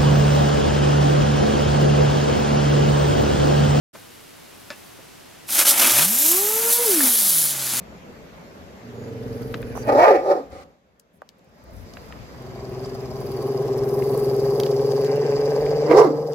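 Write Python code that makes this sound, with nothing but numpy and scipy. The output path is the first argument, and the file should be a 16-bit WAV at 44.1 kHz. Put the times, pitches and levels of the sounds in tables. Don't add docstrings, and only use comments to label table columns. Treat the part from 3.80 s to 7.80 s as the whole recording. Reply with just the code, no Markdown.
import sys
import numpy as np
from scipy import signal
from scipy.fft import rfft, irfft
from scipy.io import wavfile
from scipy.ndimage import uniform_filter1d

SR = 44100
rng = np.random.default_rng(int(sys.argv[2]) if len(sys.argv) > 2 else 0)


def wrap_up_sound(samples):
    columns = np.atleast_2d(samples).T
    tamed = np.clip(columns, -1, 1)
    steps = np.round(tamed * 32767).astype(np.int16)
    wavfile.write(sys.argv[1], SR, steps)


N = 176400
TIME = np.arange(N) / SR
CATCH_S = 1.69


def from_db(db):
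    return 10 ** (np.asarray(db) / 20)


def rms_one(x):
    return x / np.sqrt(np.mean(x ** 2) + 1e-20)


def in_time(rows):
    times, values = np.transpose(rows)
    return np.interp(TIME, times, values)


def at_hz(points, hz):
    point_hz, values = np.transpose(points)
    return np.interp(np.log(hz + 1e-3), np.log(point_hz), values)


def after(moment, length):
    return np.clip((TIME - moment) / length + 0.5, 0, 1)


def cut(x, hz, kind, order=2):
    return signal.sosfilt(signal.butter(order, hz, kind, fs=SR, output="sos"), x)


def drift(hz):
    wavering = cut(rng.standard_normal(N + SR), hz, "low")
    return rms_one(wavering[SR:])


def noise(colour, likeness):
    hz = np.arange(N // 2 + 1) * SR / N
    mid, side = rfft(rng.standard_normal((2, N)))
    alike = np.clip(at_hz(likeness, hz), -0.999, 0.999)
    side = side * np.sqrt((1 - alike) / (1 + alike))
    spectra = from_db(at_hz(colour, hz)) * np.array([mid + side, mid - side])
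    left_right = irfft(spectra, N)
    return left_right / np.std(left_right.mean(axis=0))


def burst(start, length):
    decay = np.exp(-np.abs(TIME - start) / length)
    return (TIME > start) * decay * rng.standard_normal(N)


# [dB per Hz, relative]
NIGHT_COLOUR = [(18, -45), (30, -22), (102, -7), (177, -8.5), (292, -9), (359, -9.5), (591, -12.5),
                (709, -11.5), (852, -13), (2760, -15.5), (7080, -22), (12600, -28.5), (15500, -34)]
# pitch_hz [Hz], coherence [-1 to 1]
NIGHT_LIKENESS = [(60, 0.54), (130, 0.2), (300, -0.57), (700, -0.29), (2000, 0.65), (15000, -0.0059)]
NIGHT_DB = -48.5


def night_air():
    return from_db(NIGHT_DB) * noise(NIGHT_COLOUR, NIGHT_LIKENESS)


# [dB, before the trim for each source]
WALL_ECHOES = [(.0034, -9.5), (.0087, -8.5), (.012, -23.5)]
WANDER_S, WANDER_HZ = 0.00012, 1.5


def walls(sound, trim_db=0):
    out = sound.copy()
    for delay_s, level_db in WALL_ECHOES:
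        sent = TIME - delay_s - WANDER_S * drift(WANDER_HZ)
        index = np.clip(np.round(sent * SR).astype(int), 0, N - 1)
        out += from_db(level_db + trim_db) * sound[..., index]
    return out


# start_s [s], peak_db [dB], centre_hz [Hz]
KNOCKS = [(0.15, -34, 750), (0.726, -40.5, 447), (1.188, -38, 330)]
KNOCK_DECAY_S, KNOCK_WIDTH = 0.018, 2.2


def knocks():
    out = 0
    for start_s, peak_db, centre_hz in KNOCKS:
        thud = cut(burst(start_s, KNOCK_DECAY_S), centre_hz * KNOCK_WIDTH, "low")
        thud = cut(thud, centre_hz / KNOCK_WIDTH, "high")
        out = out + from_db(peak_db) * thud / np.abs(thud).max()
    return out


# pitch_hz [Hz], coherence [-1 to 1]
JET_LIKENESS = [(100, 1), (600, 0.99), (1200, 1), (2000, 1), (3600, 1), (5000, 0.94), (6000, 0.83),
                (12000, 0.62)]
# [dB, before the trim]
FUSE_LEVEL = [(.2, -52.5), (.45, -54), (.65, -56), (1.05, -51), (1.15, -56), (1.65, -65)]
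# [dB per Hz, relative]
FUSE_COLOUR = [(3000, -5), (7000, -8), (12000, -1.5), (15500, -10)]
FUSE_TRIM_DB, FUSE_ROUGH_DB, FUSE_ROUGH_HZ = -1, 2.5, 500


def fuse():
    grain = from_db(FUSE_ROUGH_DB * drift(FUSE_ROUGH_HZ))
    fizz = rms_one(noise(FUSE_COLOUR, JET_LIKENESS) * grain)
    burning = 1 - after(CATCH_S, 0.05)
    return fizz * from_db(in_time(FUSE_LEVEL) + FUSE_TRIM_DB) * burning


# [dB, scattered tail relative to the strength]
POPS = [(0.9039, -13.5, -29.5), (1.813, -8.5, -34), (2.531, -14.5, -32), (3.206, -11, -35)]
# pitch_hz [Hz], level_db [dB], t60_s [s]
TUBE_MODES = [(316, -33, 0.049), (650, -19, 0.024), (1340, -27, 0.014), (1810, -9.5, .01),
              (2610, -2.5, 0.0036), (3550, -12.5, 0.0043), (5060, -8.5, 0.0021)]
POP_CRACK_S, POP_TAIL_S = 0.0013, 0.02
POP_LOW_HZ, POP_TOP_HZ, POP_PAN_DB = 267, 6500, 0.5


def pops():
    blows = np.zeros(N)
    for start_s, strength_db, tail_db in POPS:
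        crack = burst(start_s, POP_CRACK_S)
        blows += from_db(strength_db) * crack / np.linalg.norm(crack)
        blows += from_db(strength_db + tail_db) * burst(start_s, POP_TAIL_S)
    ringing = 0
    for pitch_hz, level_db, t60_s in TUBE_MODES:
        radius = from_db(-60 / (t60_s * SR))
        turn = 2 * np.pi * pitch_hz / SR
        poles = [1, -2 * radius * np.cos(turn), radius ** 2]
        ringing = ringing + from_db(level_db) * signal.lfilter([0, np.sin(turn)], poles, blows)
    ringing = cut(cut(ringing, POP_LOW_HZ, "high"), POP_TOP_HZ, "low")
    return walls(ringing * from_db([[POP_PAN_DB / 2], [-POP_PAN_DB / 2]]))


# time_s [s], speed [turns per s]
SPIN = [(1.7, 12), (2.0, 51), (2.12, 100), (2.25, 172), (2.43, 294), (2.53, 350), (2.61, 400), (2.75, 444),
        (2.88, 463), (3.0, 480), (3.05, 480), (3.1, 400), (3.16, 326), (3.22, 270), (3.3, 246), (3.42, 203),
        (3.55, 166), (3.75, 138), (4.0, 125)]


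def rotation():
    speed = uniform_filter1d(in_time(SPIN), size=1800, mode="nearest")
    return 2 * np.pi * np.cumsum(speed) / SR


# [dB rms, before the trim]
WHIRR_LEVEL = [(2.05, -75), (2.15, -41), (2.26, -34.5), (2.34, -38), (2.376, -43), (2.534, -30),
               (2.838, -32), (2.856, -28.5), (2.976, -41.5), (2.992, -26), (3.024, -28), (3.048, -36.5),
               (3.066, -25.5), (3.096, -23.5), (3.258, -28.5), (3.364, -47), (3.42, -46), (3.6, -44.5),
               (4.0, -46.5)]
# [dB rms, before they weaken]
OVERTONES = [(2, -42.5), (3, -47)]
WHIRR_TRIM_DB, WHIRR_PAN_DB = 0.5, 2.5
WHIRR_WAVER_DB, WHIRR_WAVER_HZ = 1.25, 24.5
OVERTONE_WAVER_DB, OVERTONE_WAVER_HZ, OVERTONES_FROM_S = 4, 25, 2.383
OVERTONE_DROP_S, OVERTONE_DROP_DB, OVERTONE_FADE_DB_PER_S = 3.07, -7, 8.5


def whirr(angle):
    waver_db = WHIRR_WAVER_DB * drift(WHIRR_WAVER_HZ)
    tone = np.sin(angle) * from_db(in_time(WHIRR_LEVEL) + WHIRR_TRIM_DB + waver_db)
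    drop_db = OVERTONE_DROP_DB * after(OVERTONE_DROP_S, 0.032)
    fade_db = drop_db - OVERTONE_FADE_DB_PER_S * np.maximum(TIME - OVERTONE_DROP_S, 0)
    entry = after(OVERTONES_FROM_S, 0.15)
    for multiple, level_db in OVERTONES:
        flutter_db = OVERTONE_WAVER_DB * drift(OVERTONE_WAVER_HZ)
        tone += entry * from_db(level_db + fade_db + flutter_db) * np.sin(multiple * angle)
    return np.sqrt(2) * tone * from_db([[WHIRR_PAN_DB / 2], [-WHIRR_PAN_DB / 2]])


SPARKS_PER_S, SPARK_DECAY_S, SPARK_GAIN = 120, 0.00049, 0.44


def sparks():
    strength = np.minimum(rng.exponential(1, N), 3)
    born = (rng.random(N) < SPARKS_PER_S / SR) * strength
    flares = signal.lfilter([1], [1, -np.exp(-1 / (SPARK_DECAY_S * SR))], born)
    return 1 + SPARK_GAIN * flares


THROB, DOUBLE_THROB, DOUBLE_FROM_S = 0.1, 0.16, 3.42
SPUTTER_SPARKING_DB, SPUTTER_SPINNING_DB, SPUTTER_HZ = 1.2, 0.4, 44.7


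def thrust(angle, spinning):
    double = DOUBLE_THROB * after(DOUBLE_FROM_S, 0.26) * np.cos(2 * angle)
    throb = 1 + THROB * np.cos(angle) + double
    depth_db = SPUTTER_SPARKING_DB + (SPUTTER_SPINNING_DB - SPUTTER_SPARKING_DB) * spinning
    return rms_one(throb * sparks() * from_db(depth_db * drift(SPUTTER_HZ)))


# [dB, before the trim]
ROAR_LEVEL = [(1.675, -72), (1.688, -37.5), (1.75, -31.5), (1.815, -21), (1.84, -31), (1.87, -23),
              (1.91, -28.5), (1.94, -25.5), (2.0, -24), (2.045, -18.5), (2.08, -22.5), (2.23, -23.5),
              (2.27, -33.5), (2.7, -35.5), (2.9, -31.5), (2.97, -35), (3.07, -31.5), (3.17, -31.5),
              (3.26, -28.5), (3.35, -35), (3.68, -36.5), (3.75, -37.5), (4.0, -33)]
# [dB per Hz, relative]
ROAR_SPARKING = [(35, -46), (60, -15), (140, -26), (194, -12), (282, -4), (470, -11), (577, -3.5),
                 (961, -5.5), (1080, -8), (1200, -3), (1960, -6), (2170, -3.5), (3500, -5.5), (4550, -17),
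                 (7700, -120)]
ROAR_SPINNING = [(60, -48), (130, -14), (200, -0.5), (400, -5.5), (600, -1), (900, -1.5), (1100, -3),
                 (1400, -0.5), (1900, -2.5), (2300, -0.5), (3500, -4.5), (5000, -27)]
ROAR_TRIM_DB, ROAR_ECHO_DB, ROAR_ROUGH_DB = -1.5, -5.5, 2
ROAR_LOW_HZ, ROAR_TOP_HZ = 50, 3560
ROUGH_HZ = 320


def roar(flow, spinning):
    flame = np.sqrt(1 - spinning) * noise(ROAR_SPARKING, JET_LIKENESS)
    flame = flame + np.sqrt(spinning) * noise(ROAR_SPINNING, JET_LIKENESS)
    flame = flame * flow * from_db(ROAR_ROUGH_DB * drift(ROUGH_HZ))
    flame = cut(flame, ROAR_LOW_HZ, "high")
    flame = cut(flame, ROAR_TOP_HZ, "low", order=4)
    flame = rms_one(walls(flame, ROAR_ECHO_DB))
    return flame * from_db(in_time(ROAR_LEVEL) + ROAR_TRIM_DB)


# [dB, before the stage trims]
HISS_LEVEL = [(1.66, -61), (1.69, -32.5), (1.71, -25.5), (1.76, -21), (1.812, -14.5), (1.825, -21),
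              (1.85, -23), (1.876, -14), (1.91, -15), (1.94, -22.5), (2.03, -16.5), (2.25, -17.5),
              (2.265, -21.5), (2.31, -19.5), (2.49, -15.5), (2.64, -21), (2.79, -21.5), (2.89, -20.5),
              (2.935, -16), (2.99, -22.5), (3.11, -18.5), (3.19, -20.5), (3.25, -16), (3.31, -18),
              (3.6, -18.5), (3.7, -23), (3.75, -29), (4.0, -24)]
# [dB per Hz, relative]
HISS_SPARKING = [(1760, -34), (3000, -4), (4630, -6), (5640, -4.5), (7180, -4.5), (11600, 1), (12900, -1),
                 (15500, -9.5)]
HISS_THRUST = [(1760, -4), (3000, -10.5), (3790, -10), (4500, -12), (6480, -6.5), (9010, -6), (12200, 0.5),
               (12800, -1), (15500, -10.5)]
HISS_LATE = [(1760, -69), (3000, -9.5), (4320, -9.5), (8290, -7.5), (10700, 0.5), (12500, -2.5),
             (15500, -9.5)]
HISS_EMBER = [(1760, -44), (3000, -6.5), (4590, -5.5), (5680, -7), (6750, -3.5), (8350, -6), (10600, 0),
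              (15500, -10.5)]
STAGE_TRIM_DB = [0.98, 0.29, .5, 1.16]
HISS_ECHO_DB, HISS_ROUGH_DB, HISS_BOTTOM_HZ = -2.5, 0.6, 3140


def hiss(flow, begun):
    gas = 0
    for stage, colour in enumerate((HISS_SPARKING, HISS_THRUST, HISS_LATE, HISS_EMBER)):
        share = np.sqrt(np.clip(begun[stage] - begun[stage + 1], 0, 1))
        gas = gas + share * from_db(STAGE_TRIM_DB[stage]) * noise(colour, JET_LIKENESS)
    rough = rms_one(from_db(HISS_ROUGH_DB * drift(ROUGH_HZ)))
    gas = walls(gas, HISS_ECHO_DB) * flow * rough
    return cut(gas, HISS_BOTTOM_HZ, "high", order=4) * from_db(in_time(HISS_LEVEL))


STAGE_CHANGES_S = [2.26, 2.9, 3.7]
STAGE_BLEND_S = 0.08


def jet(angle):
    begun = [1] + [after(start_s, STAGE_BLEND_S) for start_s in STAGE_CHANGES_S] + [0]
    spinning = begun[1]
    flow = thrust(angle, spinning)
    return hiss(flow, begun) + roar(flow, spinning)


def scene():
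    angle = rotation()
    return night_air() + knocks() + fuse() + pops() + whirr(angle) + jet(angle)


CEILING, CUTOFF_HZ = 1, 15800
START_S, FADE_S = 0.13, 0.013


def record(dry):
    fade_in = np.clip((TIME - START_S) / FADE_S, 0, 1)
    opened = np.clip(dry, -CEILING, CEILING) * fade_in
    top_cut = signal.ellip(12, 0.1, 80, CUTOFF_HZ, fs=SR, output="sos")
    return signal.sosfilt(top_cut, opened)


dry = scene()
out = record(dry)
wrap_up_sound(out)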